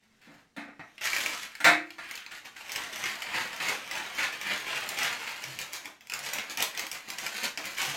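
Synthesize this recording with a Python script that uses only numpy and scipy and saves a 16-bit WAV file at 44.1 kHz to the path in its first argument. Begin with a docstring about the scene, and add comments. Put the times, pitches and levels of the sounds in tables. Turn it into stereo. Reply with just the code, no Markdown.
"""Small hard-walled kitchen: baking parchment is pressed and smoothed into a metal tray on a table.
Rubbing, fine crackle and drumming are filtered random clicks, shaped by presses, sweeps and drag of the hand.
Creases snap as short noise bursts; tray knocks, one of them sharp, are noise plus decaying modes.
A faint whistle glides up; room quiet and a rumble of air lie underneath.
Dense random reflections make the room; two microphone ports colour it differently."""
import sys
import numpy as np
from scipy import signal
from scipy.fft import rfft, irfft
from scipy.io import wavfile
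from scipy.ndimage import uniform_filter1d

SR = 44100
rng = np.random.default_rng(int(sys.argv[2]) if len(sys.argv) > 2 else 0)


def master(y):
    """Save y as 16-bit WAV."""
    cut = np.clip(np.atleast_2d(y).T, -1, 1)
    pcm = np.round(cut * 32767)  # scale
    wavfile.write(sys.argv[1], SR, pcm.astype(np.int16))


N = 351036
TIME_S = np.arange(N) / SR

# larger creases snapping, levels before trims: (time [s], treble crack [dB], flap of the sheet [dB])
SNAPS = [(0.98, -48, -38), (1.0111, -38, -35.5), (1.0544, -30, -29), (1.0714, -32, -23.5),
         (1.132, -25.5, -22), (1.164, -24, -25), (1.261, -22.5, -23.5), (1.4315, -32, -34),
         (1.5522, -35, -36.5), (1.9051, -42, -38), (2.1112, -30, -32.5), (2.1542, -29.5, -40),
         (2.1754, -36, -35), (2.2631, -40, -36), (2.5657, -42, -40), (2.6942, -34, -32),
         (2.7192, -22.5, -37), (2.7603, -22, -28.5), (2.959, -28, -33.5), (3.0389, -27.5, -25.5),
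         (3.2211, -29, -29), (3.563, -34, -44), (3.912, -26, -30.5), (3.9534, -32, -29),
         (4.4134, -28.5, -31), (4.89, -22.5, -33.5), (4.9877, -21, -26), (5.4395, -26, -33),
         (5.589, -24.5, -31.5), (5.7324, -25, -41), (5.8561, -33, -34.5), (6.0082, -44, -45.5),
         (6.0711, -41, -47), (6.098, -29.5, -32.5), (6.1204, -31, -29.5), (6.137, -21.5, -29),
         (6.191, -28.5, -50), (6.3342, -18, -33), (6.3845, -33, -25.5), (6.5729, -20.5, -30),
         (6.6037, -22.5, -27.5), (6.6245, -13.5, -25), (6.7496, -32.5, -35.5), (6.7752, -25, -30),
         (6.7947, -21, -34.5), (6.8667, -28.5, -36), (6.9152, -22, -41), (7.1022, -24.5, -34),
         (7.1847, -24, -34.5), (7.2647, -23.5, -30.5), (7.3685, -31, -37), (7.434, -26, -42),
         (7.5747, -28, -27), (7.6545, -28, -32), (7.7832, -27, -27.5)]
# tray shifts and knocks: (time [s], level before trim [dB], rattle length [s], brightness [dB/octave],
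# table thump above the knock [dB], first strike above the knock [dB])
KNOCKS = [(0.268, -55.5, 0.13, -8, -0.5, -2), (0.5642, -41, 0.06, -1, -2.5, 3),
          (0.677, -51.5, 0.022, -4.5, -5, -3), (0.794, -45, 0.0095, -6.5, -16, 4),
          (1.603, -37, 0.007, 3, -21, -2), (1.6438, -15.5, 0.052, 0.5, -47, 3),
          (1.9824, -43.5, 0.015, 0.5, -26, -5), (2.31, -49, 0.041, 0.5, -32, 3)]
# ring of the tray: (frequency [Hz], relative level [dB], t60 [s])
TRAY_MODES = [(308, -10, .45), (339, -15, .65), (528, -7, .25), (655, -3, .22), (701, -4, .3),
              (808, -4, .2), (873, -5, .22), (1035, -6, .26), (1280, -3, .18), (1360, -3, .2),
              (1533, -1, .23), (1792, 0, .22), (1858, 1, .25), (1903, 1, .24), (1965, -1, .2),
              (2075, 0, .24), (2144, 1, .26), (2197, -3, .24), (2333, -2, .28), (2570, -5, .27),
              (2603, -5, .3), (3941, -12, .22), (4075, -11, .24)]
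# modes of the table top: (frequency [Hz], relative level [dB], t60 [s])
TABLE_MODES = [(191, -4.5, .15), (221, -6, .17), (254, -3.5, 0.19), (287.7, -2, 0.26)]
# spectrum of tray contacts: (frequency [Hz], relative density [dB per Hz])
CLACK_SPECTRUM = [(40, -34), (100, -26), (150, -13.5), (400, -16), (750, -4.5), (1000, -7.5), (1350, -2),
                  (1950, -1.5), (2550, -7), (2900, -17.5), (3900, -11.5), (5000, -22.5), (7500, -25.5),
                  (16000, -40.5)]
# spectrum of rubbing fibres: (frequency [Hz], relative density [dB per Hz])
RUB_SPECTRUM = [(40, -38), (300, -33), (800, -12), (1300, 0.5), (1700, 2), (2200, -1.5), (3000, -3),
                (4300, -7.5), (6500, -25.5), (9000, -19), (16000, -65)]
# spectrum of popping wrinkles: (frequency [Hz], relative density [dB per Hz])
CRACKLE_SPECTRUM = [(40, -31), (200, -27), (800, -5), (2300, -1), (4000, 6), (5300, 0.5), (6500, 5),
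                    (8000, -3), (9700, -8), (12500, -4.5), (16000, -20)]
# spectrum of the drumming metal: (frequency [Hz], relative density [dB per Hz])
DRUM_SPECTRUM = [(30, -38), (105, -24), (145, -21.5), (200, -2), (245, -6.5), (310, -1.5), (390, -6.5),
                 (560, -1), (760, 3), (1050, 4.5), (1500, -13), (3000, -24.5)]
# spectrum of the flapping sheet: (frequency [Hz], relative density [dB per Hz])
FLAP_SPECTRUM = [(40, -35), (150, -27), (600, -13), (1300, -2), (2300, -1.5), (3300, -4.5), (6000, -13.5),
                 (16000, -53)]
# spectrum of a crease's crack: (frequency [Hz], relative density [dB per Hz])
CRACK_SPECTRUM = [(40, -53), (500, -20), (2000, -10), (4000, 0.5), (6500, 4), (9500, -7), (12500, -4),
                  (16000, -9)]
# spectrum of the room's quiet: (frequency [Hz], relative density [dB per Hz])
QUIET_SPECTRUM = [(25, -28), (70, -20), (190, -1.5), (500, -10.5), (2200, -14), (6000, -15), (16000, -33)]
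# spectrum of air buffeting a port: (frequency [Hz], relative density [dB per Hz])
AIR_SPECTRUM = [(20, -4.5), (70, -2.5), (130, -1.5), (1000, -69)]
# decay of the kitchen's reflections: (frequency [Hz], t60 [s])
KITCHEN_DECAY = [(100, 0.11), (300, 0.34), (800, 0.28), (2000, 0.32), (6000, 0.28), (15000, 0.23)]
# microphone port colour: (frequency [Hz], left minus right [dB])
PORTS = [(100, -2), (600, -0.5), (1200, -2.5), (1900, -5.5), (2500, -5), (4000, -2), (6000, 2),
         (8000, -2.5), (15000, -1)]
# palm sweeps, levels before trims: (fastest moment [s], rubbing [dB], build-up [s], slowing [s],
# fine crackle above the rubbing [dB], drumming of the tray above the rubbing [dB])
SWEEPS = [(2.775, -34.5, 0.016, 0.042, -9, -7), (3.059, -29, 0.023, 0.032, -8.5, -11.5),
          (3.38, -30, 0.081, 0.049, -13, -9), (3.678, -27, 0.051, 0.037, -7.5, -7.5),
          (3.966, -30.5, 0.028, 0.043, -10, -8), (4.234, -25, 0.043, 0.031, -9, -10.5),
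          (4.505, -28, 0.049, 0.063, -12, -10.5), (4.77, -30.5, 0.058, 0.046, -11, -11.5),
          (5.033, -25, 0.036, 0.054, -9.5, -12.5), (5.29, -32.5, 0.033, 0.022, -8.5, -13.5)]
# light drag of the hand: (time [s], rubbing before trim [dB])
DRAG = [(0, -70), (.2, -68), (.5, -80), (.9, -62), (2.5, -56.5), (2.8, -39.5), (4.4, -42.5), (5.25, -39),
        (5.5, -44.5), (5.85, -47.5), (6.0, -67), (6.08, -55.5), (6.15, -41.5), (7.0, -47.5), (7.96, -54)]
# fingers press and crumple the sheet, levels before trims: (start [s], length [s], rubbing [dB],
# fine crackle above the rubbing [dB], drumming of the tray above the rubbing [dB])
PRESSES = [(0.21, 0.2, -54.5, -10.5, -9), (1.008, 0.21, -30.5, -1.5, -17), (1.18, 0.17, -34.5, -4, -6.5),
           (1.362, 0.096, -39.5, -2.5, -10.5), (1.497, 0.092, -48, -12, -17), (1.981, 0.25, -41, -28, -31),
           (2.308, 0.079, -41.5, -6.5, -14), (2.444, 0.03, -42.5, -3.5, -3.5),
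           (2.556, 0.15, -42.5, -6, -12), (2.92, 0.18, -37.5, -4, -14), (4.32, 0.023, -32.5, -11, -8),
           (4.885, 0.037, -42, -2, -32), (5.415, 0.15, -44, 0, -4.5), (5.585, 0.037, -36, 0, -9),
           (5.725, 0.042, -35, 3.5, -9.5), (5.85, 0.028, -43, -6, 2), (6.11, 0.12, -41, -9, -6.5),
           (6.227, 0.066, -32.5, -2, -8.5), (6.323, 0.088, -32.5, -14, -7), (6.49, 0.034, -37, 1.5, -4),
           (6.573, 0.055, -29.5, -2, -5.5), (6.767, 0.072, -32, -9, -7), (6.843, 0.023, -45, -9, -9),
           (6.911, 0.057, -35, -6, -9.5), (7.076, .06, -42.5, -2, -3.5), (7.175, 0.12, -36, -3, -7),
           (7.313, 0.11, -36, -3.5, -9.5), (7.422, 0.052, -30.5, -1, -6.5), (7.573, 0.1, -41.5, -6, -2.5),
           (7.634, 0.19, -38.5, -3, -6.5), (7.766, 0.046, -24, -8.5, -22), (7.805, 0.26, -32, -2.5, -4)]
# palm leaning on the tray's floor: (start [s], length [s], boom [dB])
LEANS = [(3.013, 0.08, -60.5), (3.335, .18, -79), (4.206, 0.045, -66), (4.72, 0.17, -70),
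         (5.444, 0.19, -54.5), (7.876, .09, -60)]
# place of the hands on the sheet: (time [s], left minus right [dB])
HAND_PLACE = [(0, -0.5), (2.2, -0.5), (5.2, -0.1), (5.7, 1), (7.96, .5)]

PORT_LAG_SAMPLES, EDGE_HZ = 17, 16200
DRAG_CRACKLE_DB, DRAG_DRUM_DB, AIR_DB = -7.5, -7, -40.5  # relative to the rubbing
PRESS_ATTACK_S, PRESS_SAG_DB, PRESS_RELEASE_S = 0.0069, -3, 0.0087
RUB_TRIM_DB, DRUM_TRIM_DB, CRACK_TRIM_DB, FLAP_TRIM_DB, KNOCK_TRIM_DB = -3, -2, -18.5, -12.5, -9.5
# the sheet's bulge tightens as it is pressed in
BULGE_HZ, BULGE_RISE_HZ_PER_S, BULGE_WANDER_HZ, BULGE_WANDER_S = 1920, 54, 134, 0.14
BOOM_HZ, BOOM_T60_S = 138.6, 0.34  # lowest mode of the tray's floor
KNOCK_PAN_DB = -0.5  # left minus right


def gain_of(db):
    """Decibels to amplitude."""
    return 10 ** (np.asarray(db) / 20)


def evened(x):
    """Scales to rms 1."""
    return x / np.sqrt(np.mean(x ** 2) + 1e-20)


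def read(points, hz):
    """Reads a table on a log-frequency axis."""
    f, value = np.transpose(points)
    return np.interp(np.log(hz + 1), np.log(f + 1), value)


def add(mix, start_s, sound):
    """Adds a sound to the mix at start_s."""
    part = mix[round(start_s * SR):][:len(sound)]
    part += sound[:len(part)]


def colour(x, spectrum, tilt_db_per_octave=0, size=2048):
    """Causal (minimum-phase) filter of unit energy with the given spectrum, tilted about 2 kHz."""
    hz = abs(np.fft.fftfreq(size, 1 / SR))
    octaves = np.log2((hz + 100) / 2000)
    log_gain = np.log(gain_of(read(spectrum, hz) + tilt_db_per_octave * octaves))
    minimum_phase = np.exp(np.conj(signal.hilbert(log_gain)))
    taps = np.fft.ifft(minimum_phase).real
    return signal.oaconvolve(x, taps / np.linalg.norm(taps))[:len(x)]


def grains(per_s, spread_db, cap):
    """Random clicks of either sign; exponential dB sizes up to cap make most small, a few large."""
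    size = gain_of(spread_db * np.minimum(rng.exponential(1, N), cap))
    sign = rng.choice([-1, 1], N)
    return evened(size * sign * (rng.random(N) < per_s / SR))


def wander(smooth_s):
    """Slow random drift of rms 1."""
    size = round(smooth_s * SR)
    once = uniform_filter1d(rng.standard_normal(N), size)
    return evened(uniform_filter1d(once, size))


def resonate(x, hz, width_hz):
    """Two-stage resonance following the curve hz, run at zero frequency and turned back; rms 1."""
    turn = np.exp(2j * np.pi * np.cumsum(hz * np.ones(N)) / SR)
    r = np.exp(-np.pi * width_hz / SR)
    once = signal.lfilter([1 - r], [1, -r], x / turn + 1e-18)
    twice = signal.lfilter([1 - r], [1, -r], once)
    return evened((turn * twice).real)


def ringing(modes, t):
    """Sum of exponentially decaying modes of a struck body, at random phases."""
    return sum(gain_of(db - 60 * t / t60_s) * np.sin(2 * np.pi * (hz * t + rng.random()))
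               for hz, db, t60_s in modes)


def panned(pan_db):
    """Gains of the two ports for a left minus right level difference."""
    return gain_of(np.reshape([pan_db / 2, -pan_db / 2], (2, -1)))


def kitchen(x, wet_db, shift_samples=0, build_s=0.00049, mono_hz=650):
    """Direct sound reaches the left port first; dense reflections follow, alike at both in the bass."""
    t = np.arange(SR * 2 // 5) / SR
    signs = rng.choice([-1., 1.], (2, len(t)))
    reflections = signs * (rng.random((2, len(t))) < 8000 / SR) * (1 - np.exp(-t / build_s))
    hz, age_s, z = signal.stft(reflections, SR, nperseg=256)
    same = (1 / (1 + (hz / mono_hz) ** 4))[:, None]
    z[1] = same * z[0] + np.sqrt(1 - same ** 2) * z[1]
    decay = gain_of(-60 * age_s / read(KITCHEN_DECAY, hz)[:, None])
    tail = signal.istft(z * decay, SR, nperseg=256)[1]
    paths = gain_of(wet_db) * tail / np.linalg.norm(tail, axis=1, keepdims=True)
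    paths[0, 0] += 1
    paths[1, PORT_LAG_SAMPLES + int(shift_samples)] += 1
    return signal.fftconvolve(x[None], paths / np.linalg.norm(paths[0]), axes=1)[:, :len(x)]


def wandering(x, wet_db, per_s):
    """Hands move about the sheet: per_s times a second the sound crossfades to new room paths."""
    hop = SR // per_s
    # padding lets each room tail ring on
    window = np.pad(np.sqrt(signal.windows.hann(2 * hop, sym=False)), (0, SR // 4))
    padded = np.pad(x, (hop, len(window)))
    out = np.zeros((2, len(padded)))
    for start in range(0, N + hop, hop):
        span = slice(start, start + len(window))
        out[:, span] += kitchen(padded[span] * window, wet_db, shift_samples=rng.integers(-2, 3))
    return out[:, hop:hop + N]


def room_quiet():
    """Steady coloured noise, mostly reflected, as the quiet of the room."""
    return gain_of(-70.5) * kitchen(colour(rng.standard_normal(N), QUIET_SPECTRUM), wet_db=26)


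def air_rumble(rub):
    """Air stirred by the hands buffets each port separately, over a faint constant rumble."""
    noise = np.array([colour(port, AIR_SPECTRUM) for port in rng.standard_normal((2, N))])
    return (gain_of(-76.5) + gain_of(AIR_DB) * rub) * noise


def held(start_s, length_s):
    """Pressure comes on quickly, sags while it is held, and is let go."""
    age_s = np.maximum(TIME_S - start_s, 0)
    attack = np.minimum(age_s / PRESS_ATTACK_S, 1)
    sag = gain_of(PRESS_SAG_DB * np.minimum(age_s / length_s, 1))
    return attack * sag * np.exp(-np.clip((age_s - length_s) / PRESS_RELEASE_S, 0, 20))


def hands():
    """Strengths of rubbing, crackling and drumming: drag, sweeps and presses add in power."""
    drag = gain_of(np.interp(TIME_S, *np.transpose(DRAG)))
    power = (drag * gain_of([[0], [DRAG_CRACKLE_DB], [DRAG_DRUM_DB]])) ** 2
    for s, db, build_s, slow_s, crackle_db, drum_db in SWEEPS:
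        distance = np.maximum((s - TIME_S) / build_s, (TIME_S - s) / slow_s)
        speed = 1 / np.cosh(np.minimum(distance, 20))
        power += speed ** 2 * gain_of([[db], [db + crackle_db], [db + drum_db]]) ** 2
    for s, length_s, db, crackle_db, drum_db in PRESSES:
        power += held(s, length_s) ** 2 * gain_of([[db], [db + crackle_db], [db + drum_db]]) ** 2
    return np.sqrt(power)


def catching(per_s, release_s, depth):
    """Paper catches and lets go: each release is a sudden flurry that dies away."""
    releases = rng.uniform(0.83, 1, N) * (rng.random(N) < per_s / SR)
    flurries = signal.lfilter([1], [1, -np.exp(-1 / (release_s * SR))], releases)
    return evened(1 + depth * flurries)


def crinkles(rub, per_s=45, spread_db=4, crack_s=0.0017, level_db=-16):
    """Small creases flip at random, each a decaying noise burst, as loud as the rubbing allows."""
    sizes = abs(grains(per_s, spread_db, cap=2.5))
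    flips = signal.lfilter([1], [1, -np.exp(-1 / (crack_s * SR))], sizes + 1e-12)
    return gain_of(level_db) * rub * evened(colour(flips * rng.standard_normal(N), CRACK_SPECTRUM))


def rustle(rub, crackle, drum, bulge_db=-6, bulge_width_hz=750, boom_db=-25):
    """Strokes drag the sheet over the tray: fibres rub, wrinkles pop, metal drums and booms beneath."""
    slips = colour(grains(per_s=5000, spread_db=2.5, cap=2.6), RUB_SPECTRUM)
    bulge_hz = BULGE_HZ + BULGE_RISE_HZ_PER_S * TIME_S + BULGE_WANDER_HZ * wander(BULGE_WANDER_S)
    bulge = resonate(grains(per_s=2700, spread_db=0.5, cap=3.1), bulge_hz, bulge_width_hz)
    rubbing = gain_of(RUB_TRIM_DB) * rub * (slips + gain_of(bulge_db) * bulge)
    # wrinkles pop in three shades, from dull to bright, mixed together
    pops = sum(colour(grains(per_s=700, spread_db=5.5, cap=3.9), CRACKLE_SPECTRUM, tilt)
               for tilt in np.linspace(-2, 2, 3))
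    sheet = rubbing + crackle * evened(pops)
    taps = colour(grains(per_s=2500, spread_db=0.0, cap=0.99), DRUM_SPECTRUM)
    metal = gain_of(DRUM_TRIM_DB) * drum * taps
    leaning = sum(gain_of(db) * held(s, length_s) for s, length_s, db in LEANS)
    weight = gain_of(boom_db) * drum + leaning
    boom = weight * resonate(rng.standard_normal(N), BOOM_HZ, width_hz=35)
    stroked = (sheet + metal) * catching(per_s=130, release_s=0.0052, depth=1.34)
    return stroked + boom + crinkles(rub)


def knocks(ring_db=-7, rattle_db=-3, strike_s=0.0045, strike_tilt_db_per_octave=3.0, boom_db=-30):
    """Tray strikes and chatters on the table; sheet metal rings, floor booms, table top thumps."""
    contacts, bodies, t = np.zeros(N), np.zeros(N), np.arange(SR * 3 // 4) / SR
    for s, db, rattle_s, tilt, thump_db, strike_db in KNOCKS:
        a, b = rng.standard_normal((2, len(t)))
        # the first contact is the brightest
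        hit = colour(a * np.exp(-t / strike_s), CLACK_SPECTRUM, tilt + strike_tilt_db_per_octave)
        strike = gain_of(strike_db) * hit
        chatter = gain_of(rattle_db) * colour(b * np.exp(-(t / rattle_s) ** 2), CLACK_SPECTRUM, tilt)
        fed = 1 - np.exp(-t / (.5 * rattle_s))  # the modes build up while the chatter lasts
        parts = (ring_db, TRAY_MODES), (thump_db, TABLE_MODES), (boom_db, [(BOOM_HZ, 0, BOOM_T60_S)])
        body = sum(gain_of(part_db) * evened(fed * ringing(modes, t)) for part_db, modes in parts)
        force = gain_of(db + KNOCK_TRIM_DB)
        add(contacts, s, force * evened(strike + chatter))
        add(bodies, s, force * body)
    return kitchen(contacts, wet_db=6.5) + kitchen(bodies, wet_db=-2.5)


def squeak(start_s=0.76, length_s=0.25, low_hz=4700, high_hz=7900, waver=0.022):
    """Paper's edge slides ever faster along the rim: a faint, wavering, rising sine whistle."""
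    out, glide_hz = np.zeros(N), np.linspace(low_hz, high_hz, round(length_s * SR))
    drift = evened(uniform_filter1d(rng.standard_normal(N), size=40))[:len(glide_hz)]
    hz = glide_hz * (1 + waver * drift)
    whistle = np.sin(2 * np.pi * np.cumsum(hz) / SR)
    add(out, start_s, gain_of(-72) * whistle * signal.windows.tukey(len(hz), .5))
    return out


def snaps(crack_s=0.0019, flap_s=0.0034, settle_s=0.0026, settle_db=-19,
          ring_s=0.0053, ring_db=-3, low_hz=1900, high_hz=2700):
    """A crease flips with a brief crack; the sheet around it flaps, rings for a moment and settles."""
    out, t = np.zeros(N), np.arange(4096) / SR
    for s, crack_db, flap_db in SNAPS:
        a, b = rng.standard_normal((2, len(t)))
        settle = gain_of(settle_db) * np.exp(-t / settle_s)
        crack = colour(a * (np.exp(-t / crack_s) + settle), CRACK_SPECTRUM)
        ring = np.sin(2 * np.pi * rng.uniform(low_hz, high_hz) * t) * np.exp(-t / ring_s)
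        flutter = colour(b * (np.exp(-t / flap_s) + settle), FLAP_SPECTRUM)
        flap = evened(flutter) + gain_of(ring_db) * evened(ring)
        add(out, s, gain_of(crack_db + CRACK_TRIM_DB) * evened(crack)
            + gain_of(flap_db + FLAP_TRIM_DB) * evened(flap))
    return out


def scene():
    """Paper and tray in the kitchen, over the quiet of the room and a rumble of air at each port."""
    rub, crackle, drum = hands()
    quiet = room_quiet()
    air = air_rumble(rub)
    strokes = wandering(rustle(rub, crackle, drum) + squeak(), wet_db=2.5, per_s=10)
    paper = strokes + wandering(snaps(), wet_db=1.0, per_s=3)
    place = panned(np.interp(TIME_S, *np.transpose(HAND_PLACE)))
    return place * paper + panned(KNOCK_PAN_DB) * knocks() + quiet + air


def record(dry):
    """Each port has its own colour; the very loudest peaks are rounded off; then the band limit."""
    half_db = read(PORTS, np.fft.rfftfreq(N, 1 / SR)) / 2
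    ported = irfft(rfft(dry) * gain_of([half_db, -half_db]), N)
    rounded = ported / (1 + (ported / .9) ** 6) ** (1 / 6)
    band_limit = signal.firwin(255, EDGE_HZ, window=("kaiser", 9), fs=SR)
    return signal.oaconvolve(rounded, band_limit[None], "same")


dry = scene()
out = record(dry)
master(out)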